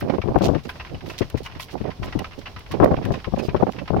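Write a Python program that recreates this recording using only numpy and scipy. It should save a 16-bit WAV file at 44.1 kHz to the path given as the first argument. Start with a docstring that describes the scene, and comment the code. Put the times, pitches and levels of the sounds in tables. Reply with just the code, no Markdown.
"""A mule clops and scuffs along a paved country lane, drawing a light two-wheeled cart.
Each hoof gives a gritty clap and a hollow ring; harness and cart rattle brightly and squeak once,
and grit snaps under shoe and wheel, over a faint outdoor wash. The microphone travels alongside,
and gusts buffet its two ports separately, in short dull thumps and flutters."""
import sys
import numpy as np
from scipy import signal
from scipy.fft import rfft, irfft
from scipy.io import wavfile
from scipy.ndimage import uniform_filter1d

SR = 44100
rng = np.random.default_rng(int(sys.argv[2]) if len(sys.argv) > 2 else 0)


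def put_to_file(sound):
    """Save the sound as 16-bit audio at rate SR, in the file named by the first command-line argument."""
    columns = np.atleast_2d(sound).T  # one column per channel
    safe = np.clip(columns, -1, 1)
    whole_steps = np.round(safe * 32767)
    wavfile.write(sys.argv[1], SR, whole_steps.astype(np.int16))


N = 176400
TIME = np.arange(N) / SR

# two noise registers, bright clatter and airy sizzle: (frequency [Hz], level [dB])
CLATTER_EQ = [(1000, -14), (2500, 5.5), (4000, 5.5), (6000, 2), (7500, -7), (10000, -14)]
SIZZLE_EQ = [(4000, -21), (7500, -5), (9500, 2), (12300, 4), (16000, 1)]


def from_db(db):
    """Decibels to gain."""
    return 10 ** (np.asarray(db) / 20)


def rms_one(x):
    """Scale to an rms of 1."""
    return x / np.sqrt(np.mean(x ** 2) + 1e-20)


def at_hz(curve, hz):
    """Read a curve on a log-frequency axis."""
    points_hz, values = np.array(curve).T
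    return np.interp(np.log(np.maximum(hz, 1)), np.log(points_hz), values)


def drift(rate_hz):
    """Smooth random modulation; rms 1."""
    pole = np.exp(-2 * np.pi * rate_hz / SR)
    return rms_one(signal.lfilter([1], [1, -2 * pole, pole * pole], rng.standard_normal(N + SR)))[SR:]


def oscillator(hz):
    """A sine that follows a moving frequency; rms 1."""
    return np.sqrt(2) * np.sin(2 * np.pi * np.cumsum(hz) / SR)


def stereo_noise(eq):
    """Coloured noise at both ports, narrow in the bass and wide in the treble; rms 1."""
    # how alike the two ports hear the scene: (frequency [Hz], correlation)
    likeness = [(100, 1), (700, 0.52), (2500, 0.12), (6000, 0.017), (15000, 0.05)]
    # the microphone's lean to one side: (frequency [Hz], left minus right [dB])
    lean = [(200, -4), (1000, 4.5), (2500, -5.5), (5000, -5), (9500, 2)]
    hz = np.arange(N // 2 + 1) * SR / N
    mid, side = rfft(rng.standard_normal((2, N)))
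    alike = at_hz(likeness, hz)
    spectrum = np.sqrt(1 + alike) * mid + np.sqrt(1 - alike) * side * [[1], [-1]]
    pan = from_db(at_hz(lean, hz) * [[.5], [-.5]])
    return rms_one(irfft(spectrum * from_db(at_hz(eq, hz)) * pan, N))


def bursts(events, attack_s, release_s, tail_db=None, tail_s=None, swell_db=0):
    """Envelope of (start [s], length [s], level [dB]) events: attack, hold or swell, release, tail."""
    power = np.zeros(N)
    for start, length, db in events:
        span = slice(max(int(start * SR), 0), max(int((start + length + .5) * SR), 0))
        age = np.maximum(TIME[span] - start, 0)
        after = np.maximum(age - length, 0)
        decay = np.exp(-2 * after / release_s)
        if tail_s:
            decay += from_db(tail_db) ** 2 * np.exp(-2 * after / tail_s)
        arch = np.sin(np.pi * np.minimum(age / length, 1)) - 2 / np.pi
        power[span] += (from_db(db + swell_db * arch) * np.minimum(age / attack_s, 1)) ** 2 * decay
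    return np.sqrt(power)


def outdoors():
    """The bed: distant traffic and trees, and a faint, steady high hiss of the microphone."""
    # outdoor wash: (frequency [Hz], level [dB])
    wash_eq = [(25, -1.5), (70, 7), (200, -6.5), (500, -9), (1000, -14), (1500, -21.5), (3000, -20.5),
               (5500, -23), (7500, -38.5), (16000, -42)]
    wash = from_db(-43 + 1.53 * drift(10)) * stereo_noise(wash_eq)
    mic_hiss = from_db(-70.5) * stereo_noise(SIZZLE_EQ)
    return wash + mic_hiss


def turbulence(gusts, eq):
    """Wind noise at one port: it flutters within each gust and brightens as it grows stronger."""
    reference_db, pivot_hz, brightening = -17, 228, 0.47
    flutter = from_db(3.5 * drift(70.5))
    flutter /= np.sqrt(uniform_filter1d(flutter ** 2, size=SR // 36))
    breeze = from_db(-64 + 13.5 * drift(13.5))  # light air between the gusts
    strength = np.hypot(bursts(gusts, attack_s=0.00075, release_s=0.012) * flutter, breeze)
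    tilt_db_per_octave = brightening * (20 * np.log10(strength) - reference_db)
    edges_hz = 18 * 2 ** np.arange(0, 9.6, .5)
    white = rng.standard_normal((2, N))  # neighbouring bands get unrelated noise
    steady, tilted = 0, 0
    for k, (low, high) in enumerate(zip(edges_hz, edges_hz[1:])):
        hz = np.sqrt(low * high)
        bandpass = signal.butter(3, [low, high], "band", fs=SR, output="sos")
        band = from_db(at_hz(eq, hz)) * signal.sosfilt(bandpass, white[k % 2])
        steady += band
        tilted += band * from_db(tilt_db_per_octave * np.clip(np.log2(hz / pivot_hz), -1, 2.5))
    return strength * tilted / np.sqrt(uniform_filter1d(steady ** 2, size=700) + 1e-12)


def thumps(eddies):
    """An eddy pushes on the port and shakes the pressure through a few large, uneven swings."""
    swing_db, push_db, wander_octaves = -1, -7, 0.6
    wander = 2 ** (wander_octaves * np.clip(drift(259.3), -2, 1))
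    pressure = 0
    for start, length, db, hz in eddies:
        envelope = bursts([(start, length, db)], attack_s=0.0012, release_s=0.0036)
        pressure += envelope * (from_db(swing_db) * oscillator(hz * wander) + from_db(push_db))
    return signal.sosfilt(signal.butter(2, 60, "high", fs=SR, output="sos"), pressure)


def wind():
    """Each port takes its own gusts; single eddies add a thump and a puff of noise on the left."""
    # gusts hitting each port: (start [s], length [s], level [dB])
    gusts_left = [(0.023, 0.016, -18), (0.238, 0.026, -20), (0.267, 0.036, -17), (0.37, 0.0055, -14),
                  (0.408, 0.027, -12), (0.454, 0.016, -13.5), (0.483, 0.0091, -12), (0.512, 0.058, -16),
                  (0.942, 0.027, -32.5), (1.803, 0.012, -20.5), (1.99, 0.045, -29.5),
                  (2.153, 0.0075, -22.5), (2.707, 0.018, -29), (2.789, 0.084, -20.5), (2.801, 0.037, -8.5),
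                  (2.913, 0.012, -11.5), (2.976, 0.0088, -21.5), (3.045, 0.062, -19.5),
                  (3.105, 0.0083, -13), (3.271, 0.0027, -15.5), (3.323, 0.0043, -15), (3.336, 0.007, -15),
                  (3.484, 0.0052, -16), (3.556, 0.0062, -22), (3.92, 0.068, -18.5), (3.935, 0.0087, -10)]
    gusts_right = [(0.02, 0.038, -23.5), (0.06, 0.035, -21.5), (0.096, 0.0059, -13.5),
                   (0.123, 0.037, -17.5), (0.3, 0.035, -22), (0.343, 0.0033, -14), (0.41, 0.039, -21.5),
                   (0.447, 0.02, -16.5), (0.65, 0.025, -26.5), (0.905, 0.05, -28.5), (1.02, 0.094, -28.5),
                   (1.404, 0.0015, -21.5), (1.73, 0.036, -22), (1.838, 0.059, -21.5), (2.016, 0.068, -28),
                   (2.195, 0.025, -21.5), (2.375, 0.017, -26.5), (2.728, 0.089, -26), (2.74, 0.0088, -16),
                   (2.826, 0.121, -17), (2.831, 0.023, -12.5), (2.968, 0.057, -22.5), (3.085, 0.09, -24),
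                   (3.372, 0.0046, -14.5), (3.392, 0.062, -22), (3.51, 0.1, -28), (3.599, 0.013, -16.5),
                   (3.666, 0.025, -17), (3.745, 0.086, -29.5), (3.815, 0.013, -24.5),
                   (3.964, 0.0027, -12.5), (3.982, 0.03, -19)]
    # tone of the wind at each port before the tilt: (frequency [Hz], level [dB])
    eq_left = [(22, -4), (45, -4.5), (80, 2.5), (150, 2), (400, -6), (750, -14.5), (1300, -32), (2200, -61),
               (5000, -100), (12000, -92)]
    eq_right = [(22, -35), (45, -29), (80, -7), (150, -2.5), (400, 1), (750, -4.5), (1300, -24),
                (2200, -34), (5000, -61), (12000, -89)]
    # eddies: (start [s], length [s], relative level [dB], centre pitch [Hz])
    eddies = [(0.184, 0.0031, -11, 360), (.358, 0.0065, -5.5, 283), (0.489, 0.0035, -7, 600),
              (0.549, 0.0052, -15, 280), (1.207, 0.011, -11, 290), (1.343, 0.0042, -10, 390),
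              (2.152, 0.019, -16.5, 208), (3.545, 0.0021, -5, 379.6), (3.624, 0.0079, -7, 532),
              (3.903, 0.0025, -9, 189.8)]
    puffs = [(start, length, db - 2.5) for start, length, db, _ in eddies]
    left = turbulence(list(gusts_left) + puffs, eq_left) + thumps(eddies)
    return np.array([left, turbulence(gusts_right, eq_right)])


def squeak():
    """One faint, thin squeak that wavers as it glides down."""
    # the glide: (start [s], length [s], first pitch [Hz], last pitch [Hz], level [dB])
    glide = [(3.424, 0.04, 5050, 4800, -49.5)]
    start, length, first_hz, last_hz, db = glide[0]
    waver = 1 + 0.0231 * drift(246)
    pitch = waver * np.interp(TIME, [start, start + length], [first_hz, last_hz])
    return bursts([(start, length, db)], attack_s=0.0062, release_s=0.0062) * oscillator(pitch)


def grit_snaps():
    """Grains of grit crack under shoe and wheel, each a sharp, bright tick."""
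    # cracking grains: (time [s], relative level [dB])
    snaps = [(0.386, -47), (1.3, -43.5), (1.432, -49), (2.191, -37.5), (2.592, -48.5), (2.843, -34),
             (3.052, -42.5)]
    crack_s = 0.00024
    envelope = bursts([(start, crack_s, db) for start, db in snaps], crack_s, release_s=0.004)
    return envelope * (stereo_noise(SIZZLE_EQ) + from_db(4.5) * stereo_noise(CLATTER_EQ))


def rattles():
    """Harness, cart and shoes rattle and scuff; clatter and sizzle each crackle with their own grain."""
    # rattles and scuffs: (start [s], length [s], relative level [dB], clatter send [dB])
    shakes = [(0.001, 0.013, -45, -4.5), (0.418, 0.03, -61, 20.5), (0.433, 0.038, -46, 10),
              (0.482, 0.0041, -60, 20), (0.633, 0.037, -65.5, 11.5), (0.683, 0.036, -55, -3),
              (1.058, 0.08, -56.5, 6), (1.179, 0.023, -48, 9.5), (1.368, 0.03, -56.5, 8.5),
              (1.434, 0.042, -56, 6), (1.594, 0.055, -45.5, 0), (1.702, 0.043, -59, 6.5),
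              (2.023, 0.049, -57, 5), (2.386, 0.012, -58, 9.5), (2.711, 0.02, -52.5, 5.5),
              (3.12, 0.001, -52.5, 19), (3.381, 0.03, -56.5, 7.5), (3.423, 0.06, -59.5, 9),
              (3.715, 0.017, -57.5, 5.5)]
    sizzle_db, clatter_db, grain_db = -2.5, 1.5, 4
    shape = dict(attack_s=0.00081, release_s=0.0036, tail_db=-6, tail_s=0.029, swell_db=7.5)
    sizzles = [(start, length, db + sizzle_db) for start, length, db, _ in shakes]
    clatters = [(start, length, db + send + clatter_db) for start, length, db, send in shakes]
    sizzle = bursts(sizzles, **shape) * stereo_noise(SIZZLE_EQ)
    clatter = bursts(clatters, **shape) * stereo_noise(CLATTER_EQ)
    return sum(layer * rms_one(from_db(grain_db * drift(460))) for layer in (sizzle, clatter))


def road_ticks():
    """Random small knocks of grit under the wheels, as events for bursts()."""
    ticks_per_s, length_s = 22, 0.002
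    gap_draws, level_draws = rng.random((400, 2)).T
    starts = np.cumsum(-np.log(gap_draws)) / ticks_per_s
    levels = -39.5 - 2 * level_draws
    return [(start, length_s, db) for start, db in zip(starts, levels) if start < N / SR]


def hoof_ring(age):
    """The hoof itself rings, its modes a little different in pitch and force on every hit."""
    # hoof modes: (frequency [Hz], relative level [dB], decay by 60 dB [s])
    modes = [(1019, -3, 0.16), (1913, -1.5, 0.049), (2530, -3.5, 0.02)]
    ring_db, pitch_spread = -6, 0.029
    ring = 0
    for hz, db, t60 in modes:
        detune, force = rng.standard_normal(2)
        tone = np.sign(force) * np.sin(2 * np.pi * hz * (1 + pitch_spread * detune) * age)
        ring += from_db(db + ring_db + 2 * force) * tone * np.exp(-np.log(1000) * age / t60)
    return ring


def hooves():
    """Each clop is a gritty clap, the hollow note of the cavity under the hoof, and the hoof's ring."""
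    # landings and toe scuffs: (start [s], length [s], relative level [dB], cavity pitch [Hz])
    contacts = [(0.008, 0.0033, -33, 1540), (0.096, 0.0016, -30, 2210), (0.215, 0.0012, -29.5, 2340),
                (0.546, 0.0071, -34, 1800), (0.69, 0.0048, -28.5, 1545), (0.796, 0.014, -34.5, 2640),
                (0.847, 0.0028, -37, 1046), (0.944, 0.007, -40.5, 2930), (1.098, 0.0023, -31, 2690),
                (1.214, 0.014, -34, 1950), (1.371, 0.012, -42.5, 2010), (1.459, 0.0042, -33, 2960),
                (1.596, 0.0018, -29.5, 1026), (1.859, 0.007, -43.5, 1940), (1.905, 0.012, -38.5, 1014),
                (2.028, 0.0018, -29, 1277), (2.123, 0.0077, -34, 1917), (2.188, 0.0058, -33, 2840),
                (2.242, 0.0038, -30.5, 1297), (2.331, 0.003, -42.5, 2790), (2.455, 0.022, -35.5, 2825),
                (2.561, 0.0034, -34, 1270), (2.71, 0.015, -35, 1120), (2.964, 0.0074, -37, 2460),
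                (3.049, 0.0031, -33.5, 1640), (3.138, 0.0027, -30, 2590), (3.242, 0.0023, -29.5, 1242),
                (3.387, 0.015, -36, 2560), (3.489, 0.0073, -36, 2350), (3.561, 0.0083, -36, 1366),
                (3.762, 0.002, -41.5, 2710), (3.784, 0.009, -34, 2636), (3.876, 0.0031, -31, 1264)]
    # clap of hoof on asphalt, shared by the road ticks: (frequency [Hz], level [dB])
    clap_eq = [(200, -39), (700, 4.5), (1050, 6.5), (1500, 6), (2000, 5), (2800, 4), (3700, -4.5),
               (5500, -8.5), (7200, -32), (15000, -33)]
    attack_s, clap_db, cavity_db, cavity_release_s = 0.003, -1, -5.5, 0.01
    hits = [(start, length, db) for start, length, db, _ in contacts] + road_ticks()
    envelope = bursts(hits, attack_s, release_s=0.0097, tail_db=-9, tail_s=0.023)
    grain = rms_one(from_db(-0.5 * drift(300)))
    claps = from_db(clap_db) * envelope * grain * stereo_noise(clap_eq)
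    body, age = np.zeros(N + SR), TIME[:SR // 5]
    waver = 1 + 0.042 * drift(300)
    for start, length, db, hz in contacts:
        onset = int(start * SR)
        gate = np.minimum(age / attack_s, 1) * np.exp(-np.maximum(age - length, 0) / cavity_release_s)
        cavity = oscillator(hz * np.roll(waver, -onset)[:len(age)])
        body[onset:onset + len(age)] += from_db(db + cavity_db) * gate * cavity
        peak = onset + int(attack_s * SR)
        body[peak:peak + len(age)] += from_db(db) * hoof_ring(age)
    return claps + body[:N]


def scene():
    """Wind on the microphone, over mule, cart and surroundings."""
    return wind() + hooves() + rattles() + grit_snaps() + squeak() + outdoors()


def record(dry):
    """Soft clipping rounds the strongest thumps; a steep low-pass cuts the very top."""
    cutoff_hz = 16000
    rounded = dry / (1 + dry ** 4) ** .25
    return signal.sosfilt(signal.ellip(10, .2, 80, cutoff_hz, fs=SR, output="sos"), rounded)


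dry = scene()
out = record(dry)
put_to_file(out)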